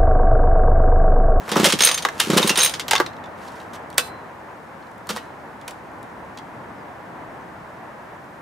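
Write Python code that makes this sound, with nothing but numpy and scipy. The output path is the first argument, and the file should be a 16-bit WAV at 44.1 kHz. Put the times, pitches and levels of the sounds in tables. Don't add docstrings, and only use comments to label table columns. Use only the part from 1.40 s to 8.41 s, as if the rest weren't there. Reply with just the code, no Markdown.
import sys
import numpy as np
from scipy import signal
from scipy.fft import rfft, irfft, next_fast_len
from scipy.io import wavfile
from scipy.ndimage import map_coordinates

SR = 44100
rng = np.random.default_rng(int(sys.argv[2]) if len(sys.argv) > 2 else 0)


def makeup_ratio(level_db):
    decades = np.asarray(level_db, float) / 20
    return 10 ** decades


def output_pcm(signal):
    pcm = np.clip(np.atleast_2d(signal).T, -1, 1) * 32767
    wavfile.write(sys.argv[1], SR, np.round(pcm).astype(np.int16))


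N = 309141

# start [s], peak [dB], rim ring [dB], wall ring [dB].
RATCHET = [(.389, -8, -24, -43), (.4055, 0, -20.5, -25), (.4194, -4.5, -19, -15.5),
           (.4354, -3, -17.5, -11.5), (.4474, -6.5, -8.5, -15.5), (.4604, -6.5, -16, -22.5),
           (.4723, -1, -22.5, -18.5), (.4874, -3.5, -25, -21.5), (.5132, -6, -24, -24),
           (.5427, -11, -24.5, -20.5), (.5756, -8.5, -28.5, -28.5), (.623, -16, -36.5, -37.5),
           (1.1568, -9, -27.5, -40), (1.1737, -2.5, -15.5, -26.5), (1.1874, -2, -18.5, -20),
           (1.2024, -4, -24.5, -13), (1.2161, -6.5, -18, -26), (1.2314, -6, -12.5, -22.5),
           (1.2454, -7.5, -11, -19.5), (1.2604, -5, -21, -21), (1.2744, -17.5, -35.5, -29),
           (1.3384, -11, -37, -40.5), (1.3962, -10.5, -34.5, -43)]
# start [s], peak [dB], rim ring [dB], wall ring [dB].
CATCHES = [
    (0.2427, -4.5, -21, -33),
    (0.2557, -9, -23, -32),
    (0.3006, -5, -26.5, -32.5),
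    (.3237, -0.5, -20.5, -32),
    (.9773, -3.5, -19, -33.5),
    (1.0278, -10.5, -29.5, -29),
    (1.0738, -5.5, -18, -20.5),
    (1.094, .5, -18.5, -20),
]
# start [s], peak [dB], knock [dB], loudest note [Hz], note level [dB].
BUMPS = [
    (0.6501, -7, 0, 1103, -15),
    (0.6868, -17.5, -2, 1713, -23.5),
    (1.5135, -12, -11, 916.4, -10.5),
    (1.5328, -1, -12.5, 826.4, -9.5),
    (1.5528, -1.5, -18, 1130, -14),
    (1.562, -10, -10, 3566, -12),
    (1.5799, -11.5, -18.5, 4425, -20),
    (1.6005, -12.5, 6.5, 345.6, -9.5),
    (1.603, -28.5, -8.5, 1164, -10),
    (1.6624, -17.5, -16.5, 3916, -24.5),
]
# start [s], peak [dB], bright part [dB], note [Hz].
TICKS = [(1.7308, -35, -24.5, 4100), (1.766, -38, -20.5, 3800), (1.8393, -32.5, -34, 3460),
         (1.8579, -36.5, -21, 3500), (2.082, -34.5, -9, 4160), (2.2015, -34, -26, 3750),
         (2.5023, -38, -0.5, 4506), (2.5282, -36, -9, 3230), (2.543, -42.5, 0.5, 3800),
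         (3.4254, -42, -24, 4140), (3.469, -46, -18, 4100), (3.515, -51.5, -1, 3775),
         (3.5808, -48, 1, 3540), (3.6706, -37.5, 3, 4410), (4.2138, -39, -9.5, 3366),
         (4.6292, -41.5, 1, 3800), (4.974, -28.5, -16, 4020), (4.986, -30, -14, 3320)]
TICK_T60_S = 0.0386


def unit(x):
    return x / np.sqrt(np.mean(x ** 2) + 1e-20)


def along(points, hz):
    f, v = np.transpose(points)
    return np.interp(np.log(hz + 1), np.log(f + 1), v)


def curves(rows):
    s, *cols = np.transpose(rows)
    return [np.interp(np.arange(N) / SR, s, col) for col in cols]


def wobble(rate_hz):
    knots = rng.standard_normal(int(N * rate_hz / SR) + 4)
    return map_coordinates(knots, [np.arange(N) * rate_hz / SR])


def filtered(x, response):
    m = next_fast_len(N + SR // 2)
    gain = response(np.fft.rfftfreq(m, 1 / SR))
    gain = gain / np.sqrt(np.mean(abs(gain) ** 2, -1, keepdims=True))
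    return irfft(rfft(x, m) * gain, m)[..., :N]


def resonances(peaks):
    def response(f):
        return sum((-1) ** k * makeup_ratio(db) * 1j * f * width / (hz * hz - f * f + 1j * f * width)
                   for k, (hz, width, db) in enumerate(peaks))
    return response


def nearby(side_db):
    mid, side = rng.standard_normal((2, N))
    side = makeup_ratio(side_db) * side
    return np.array([mid + side, mid - side])


def rush(spectrum):
    # frequency [Hz], left-right likeness [0-1].
    alike = [(60, .9), (290, 0.85), (640, 0.56), (1400, 0.5), (3100, 0.088), (7000, 0.757), (15000, 0.36)]
    m = next_fast_len(N)
    hz = np.fft.rfftfreq(m, 1 / SR)
    turn = np.arccos(np.clip(along(alike, hz), -1, 1)) / 2
    gain = makeup_ratio(along(spectrum, hz)) * [np.cos(turn), np.sin(turn)]
    mid, side = irfft(rfft(rng.standard_normal((2, m))) * gain, m)[:, :N]
    return unit(np.array([mid + side, mid - side]))


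def bursts(times, dbs, t60s, holds, crack_db):
    power, t = np.zeros(N + SR), np.arange(SR // 4) / SR
    crack = makeup_ratio(2 * (crack_db - 60 * t / 0.0066))
    for s, db, t60, hold in zip(times, dbs, t60s, holds):
        fall = makeup_ratio(-120 * np.maximum(t - abs(hold), 0) / max(t60, .005))
        power[round(s * SR):][:len(t)] += makeup_ratio(2 * db) * (fall + crack)
    return np.sqrt(power[:N])


def ringing(rows, blur_hz):
    out = np.zeros(N + SR)
    for s, hz, db, t60 in rows:
        t = np.arange(round(min(t60, .5) * SR)) / SR
        step_rad = np.sqrt(2 * np.pi * blur_hz * hz / 4000 / SR)
        drift = np.cumsum(rng.standard_normal(len(t))) * step_rad
        swell = 1 - np.exp(-t * hz)
        out[round(s * SR):][:len(t)] += makeup_ratio(db - 60 * t / t60) * swell * np.sin(2 * np.pi * hz * t + drift)
    return out[:N]


def traffic():
    # time [s], tyre roar [dB].
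    passing = [
        (1.75, -37.5),
        (1.95, -38),
        (2.8, -38.5),
        (3.18, -40.5),
        (5.64, -38.5),
        (6.82, -40.5),
        (7.0, -40),
    ]
    # frequency [Hz], level [dB per Hz].
    rumble_colour = [(12, -59), (20, -20), (80, -1.5), (177, 0.5), (323, -1.5), (400, -9.5), (520, -37),
                     (880, -120)]
    roar_colour = [(180, -25.5), (300, -9), (587, -4), (967, -2), (1210, -7.5), (1770, -10), (4000, -35),
                   (8800, -120)]
    rumble_db = -6
    roar_db, = curves(passing)
    rumble = makeup_ratio(roar_db + rumble_db + .8 * wobble(4)) * rush(rumble_colour)
    roar = makeup_ratio(roar_db + .6 * wobble(11)) * rush(roar_colour)
    return (rumble + roar) * makeup_ratio([[.3], [-.3]])


def hiss():
    # frequency [Hz], level [dB per Hz].
    hiss_colour = [(1760, -33.5), (3000, -3), (4320, -2.5), (15100, -13), (16200, -26.5), (16500, -48.5)]
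    hiss_db = -62.5
    return makeup_ratio(hiss_db) * rush(hiss_colour)


def bird():
    # time [s], pitch [Hz], level [dB].
    glides = [
        (5.35, 5400, -80),
        (5.385, 5050, -65),
        (5.43, 4700, -67),
        (5.45, 4550, -82),
        (5.99, 5950, -82),
        (6.01, 6020, -69),
        (6.035, 6300, -69),
        (6.05, 6400, -82),
    ]
    hz, db = curves(glides)
    return makeup_ratio(db) * (db > -79.9) * np.sin(2 * np.pi * np.cumsum(hz) / SR)


def shaft():
    # start [s], level [dB].
    blows = [
        (2.582, -26),
        (3.771, -45),
    ]
    # frequency [Hz], level [dB], t60 [s].
    modes = [(1550, -1, .16), (2627, 0, .15), (3009, -12, .15), (4060, -9, .45), (4985, -12, .22),
             (6013, -14, .12)]
    rows = [(s, hz, db + level, t60) for s, db in blows for hz, level, t60 in modes]
    return ringing(rows, blur_hz=14)


def cavities(f):
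    # frequency [Hz], width [Hz], level [dB].
    hollow_modes = [(302, 110, -9), (491, 97.8, 8.5), (806, 400, 6), (1200, 653, 5.5)]
    return resonances(hollow_modes)(f) * (1j * f / (200 + 1j * f)) ** 2


def cord():
    # top [s], rise [s], fall [s], scrape [dB], cavity drumming [dB].
    strokes = [
        (.29, 0.224, 0.1, -26, -29.5),
        (.45, 0.063, 0.154, -37.5, -31),
        (.8, .004, 0.116, -24.5, -41.5),
        (1.04, .3, 0.187, -27, -25.5),
        (1.19, 0.049, .21, -32, -30.5),
        (1.607, .15, 0.041, -55.5, -32.5),
        (3.71, .02, 0.137, -38.5, -38.5),
        (2.03, .09, 0.4, -51, -52),
        (2.2, .3, 0.085, -60.5, -54.5),
    ]
    # frequency [Hz], level [dB per Hz].
    friction_colour = [(710, -29.5), (1200, -0.5), (2450, -1), (2680, 1.5), (4700, -4), (6030, -4.5),
                       (12100, -12.5), (16000, -25)]
    drop_db = 23
    t = np.arange(N) / SR
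    scrape, drum = np.zeros((2, N))
    for top, rise, fall, scrape_db, drum_db in strokes:
        stroke = makeup_ratio(-drop_db * np.maximum((top - t) / rise, (t - top) / fall))
        scrape = scrape + stroke * makeup_ratio(scrape_db)
        drum = drum + stroke * makeup_ratio(drum_db)
    grit = unit(makeup_ratio(3 * wobble(700) + 2 * wobble(60)))
    rub = scrape * filtered(nearby(-19) * grit, lambda hz: makeup_ratio(along(friction_colour, hz)))
    return rub + drum * makeup_ratio(-1 + 2.3 * wobble(50)) * filtered(nearby(-11.5), cavities)


def notes():
    # start [s], frequency [Hz], level [dB].
    clinks = [
        (.168, 7700, -23),
        (.902, 7500, -20),
        (1.028, 3683, -8.5),
        (1.095, 5704, -10.5),
        (3.694, 1406, -24),
        (3.764, 1200, -33),
        (3.776, 1899, -25.5),
        (4.279, 2360, -29.5),
        (4.279, 1514, -29),
    ]
    # start [s], frequency [Hz], level [dB].
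    covers = [
        (.252, 551, -13),
        (.801, 2683, -28.5),
        (1.096, 2744, -16.5),
        (1.216, 3950, -15.5),
        (1.232, 3940, -15),
        (2.585, 505.6, -29),
        (3.697, 212.2, -24),
        (3.725, 209.5, -25.5),
        (3.78, 2946, -39),
    ]
    # frequency [Hz], level [dB], t60 [s].
    handle_modes = [(1593.7, -3.5, .07), (2053, 1, .04)]
    away_db = 7
    note_t60_s, shortening, cover_t60_s = .05, .3, 0.1398
    short = clinks + [(s, hz, db) for s, _, _, hz, db in BUMPS]
    rows = [(s, hz, db, note_t60_s * (1000 / hz) ** shortening) for s, hz, db in short]
    rows += [(s, hz, db + level - away_db * abs(np.log2(hz / note)), t60)
             for s, _, _, note, db in BUMPS for hz, level, t60 in handle_modes]
    rows += [(s, hz, db - 9, TICK_T60_S) for s, db, _, hz in TICKS]
    rows += [(s, hz, db, cover_t60_s) for s, hz, db in covers]
    return ringing(rows, blur_hz=110)


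def cup():
    # frequency [Hz], width [Hz], level [dB].
    rim_modes = [(9035, 105, 0), (11600, 100, -10), (14800, 100, -20), (15510, 50, -13), (8530, 130, -16),
                 (9055, 7, -11)]
    wall_modes = [(6365, 90, 0), (3900, 200, -13)]
    s, _, rim_db, wall_db = np.transpose(RATCHET + CATCHES)
    t60, hold = np.full_like(s, .035), np.full_like(s, .005)

    def blows(db):
        return nearby(-21) * bursts(s, db - 2.5, t60, hold, crack_db=-9.5)

    return filtered(blows(rim_db), resonances(rim_modes)) + filtered(blows(wall_db), resonances(wall_modes))


def housing():
    # start [s], peak [dB], knock [dB].
    rocks = [
        (.079, -41.5, 18.5),
        (.0914, -20, -9.5),
        (.1165, -11, -5.5),
        (.157, -19.5, 8.5),
        (.1677, -10, -4),
        (.1979, -11.5, -5.5),
        (.232, -11.5, -11),
        (.9014, -10.5, -7),
        (.9318, -15, -2),
    ]
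    # start [s], peak [dB], knock [dB], bright part [dB].
    snaps = [(.7996, -5, -21, -12.5), (0.8012, -0.5, -14.5, -7.5), (1.2944, -13.5, -16.5, -6.5),
             (1.4817, -11.5, -12.5, -9.5), (1.51, -0.5, -15, -8), (2.5762, -17, -5.5, -16),
             (2.5806, -0.5, -12.5, -2.5), (3.7618, -20, -2, -7.5), (3.7701, -23.5, -1, -6.5),
             (4.279, -21, -6, -6), (4.3082, -29, -22, -5)]
    # start [s], peak [dB], knock [dB], hold [s].
    shudders = [
        (.2433, -3.5, -13, .028),
        (.9711, -4, -9, 0.0143),
        (2.3329, -33.5, -4.5, .028),
        (3.6905, -16.5, -5, .018),
    ]
    # frequency [Hz], width [Hz], level [dB].
    shell_modes = [(1980, 1500, -4.5), (2700, 350, 1.5), (3070, 360, 1), (3750, 648, 2), (5620, 2500, -2.5)]
    bright_modes = [(7500, 1700, 2.5), (10490, 5300, -1), (14900, 4500, -7)]
    # bright part [dB], t60 [s].
    rock_kind = (-11, 0.14)
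    bump_kind = (-22.5, 0.038)
    rattle_kind = (-11.5, .045)
    pawl_knock_db, pawl_t60_s = -17.5, 0.077
    pawl_bright_db, bright_per_ring = -17.5, .35
    tick_knock_db, snap_t60_s = -16, 0.0626

    # start s, peak dB, knock dB, bright dB, t60 s, hold s
    contacts = [(s, db, pawl_knock_db, pawl_bright_db + bright_per_ring * ring_db - db, pawl_t60_s, 0)
                for s, db, ring_db, _ in RATCHET + CATCHES]
    contacts += [(s, db, knock_db, *rattle_kind, hold) for s, db, knock_db, hold in shudders]
    contacts += [(s, db, knock_db, *rock_kind, 0) for s, db, knock_db in rocks]
    contacts += [(s, db, knock_db, *bump_kind, 0) for s, db, knock_db, _, _ in BUMPS]
    contacts += [(*row, snap_t60_s, 0) for row in snaps]
    contacts += [(s, db, tick_knock_db, bright_db, TICK_T60_S, 0) for s, db, bright_db, _ in TICKS]
    s, db, knock_db, bright_db, t60, hold = np.transpose(contacts)

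    def damped_shell(f):
        return resonances(shell_modes)(f) / (1 + 1j * f / 6000) ** 2

    grit = makeup_ratio(1.8 * wobble(500))
    touch = np.bincount(np.round(s * SR).astype(int), makeup_ratio(db), N)
    rattle = nearby(-17.5) * grit * bursts(s, db - 12.5, 1.043 * t60, hold, crack_db=1.5)
    knock = nearby(-11.5) * bursts(s, db + knock_db - 6.5, 1.273 * t60, hold, crack_db=-1.0)
    contact = nearby(-12) * grit * bursts(s, db + bright_db - 9.5, 0.53 * t60, hold, crack_db=5.5)
    shell = filtered(touch + rattle, damped_shell)
    hollow = filtered(knock, cavities)
    bright = filtered(contact, resonances(bright_modes))
    return shell + hollow + bright + notes()


def exhaust():
    # time of the wavelet's peak [s], peak [dB].
    chuffs = [(0.1202, -15), (.144, -20.5), (0.1663, -6), (0.2002, -6), (0.2332, -7), (0.2728, -9.5),
              (0.338, -10), (0.4092, -20.5), (0.8365, -29), (0.8742, -17.5), (0.9012, -6), (0.9349, -7.5),
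              (0.9667, -4.5), (1.0023, -11), (1.048, -9), (1.106, -13.5), (1.1809, -22)]
    # delay [s], level [dB].
    returns = [(.0054, -4), (.0098, -12), (0.0119, -14)]
    # frequency [Hz], width [Hz], level [dB].
    chambers = [(184, 94, -1.5), (330.3, 130, -2), (445, 71.84, -7), (540.25, 42, -6)]
    lead = 300
    pulses, t = np.zeros(N), np.arange(-lead, 1000) / SR

    def wavelet(lag_s, hz):
        square = (np.pi * hz * (t - lag_s)) ** 2
        return (1 - 2 * square) * np.exp(-square)

    for s, db in chuffs:
        shape = wavelet(0, 290)
        for lag_s, back_db in returns:
            shape = shape + makeup_ratio(back_db + 1.5 * rng.normal()) * wavelet(lag_s, 240)
        pulses[round(s * SR) - lead:][:len(t)] += makeup_ratio(db) * shape
    s, db = np.transpose(chuffs)
    flow = bursts(s + 0.0047, db - 22.5, np.full_like(s, .13), np.full_like(s, .008), crack_db=-29.5)
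    return pulses + filtered(nearby(-14.5) * flow, resonances(chambers))


def yard(x):
    t = np.arange(SR // 4) / SR
    quick = makeup_ratio(-60 * t / .08)
    wash = makeup_ratio(-18.0 - 60 * t / 0.97 - 60 * np.maximum(t - .085, 0) / .15)
    tail = rng.standard_normal((2, len(t))) * (quick + wash)
    delayed = np.pad(x, ((0, 0), (400, 0)))
    return signal.fftconvolve(delayed, tail / np.linalg.norm(tail[0]), axes=1)[:, :N]


def scene():
    background = traffic() + hiss() + bird()
    machine = (shaft() + cord() + cup() + housing() + exhaust()) * makeup_ratio([[-.45], [.45]])
    return background + machine + makeup_ratio(-9.5) * yard(machine)


def roll_off(x):
    return signal.sosfilt(signal.butter(12, 16810, fs=SR, output="sos"), x)


def record(dry):
    capped = dry / (1 + abs(dry / 0.95) ** 6) ** (1 / 6)
    m = next_fast_len(N + SR // 2)
    hz = np.fft.rfftfreq(m, 1 / SR)
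    bass_cut = (1j * hz / (40 + 1j * hz)) ** 2
    treble_cut = makeup_ratio(along([(15700, 0.5), (16000, -26.5), (16800, -33.0), (16900, -58.5)], hz))
    mix = irfft(rfft(capped, m) * bass_cut * treble_cut, m)[:, :N]
    return roll_off(mix)


dry = scene()
out = record(dry)
output_pcm(out)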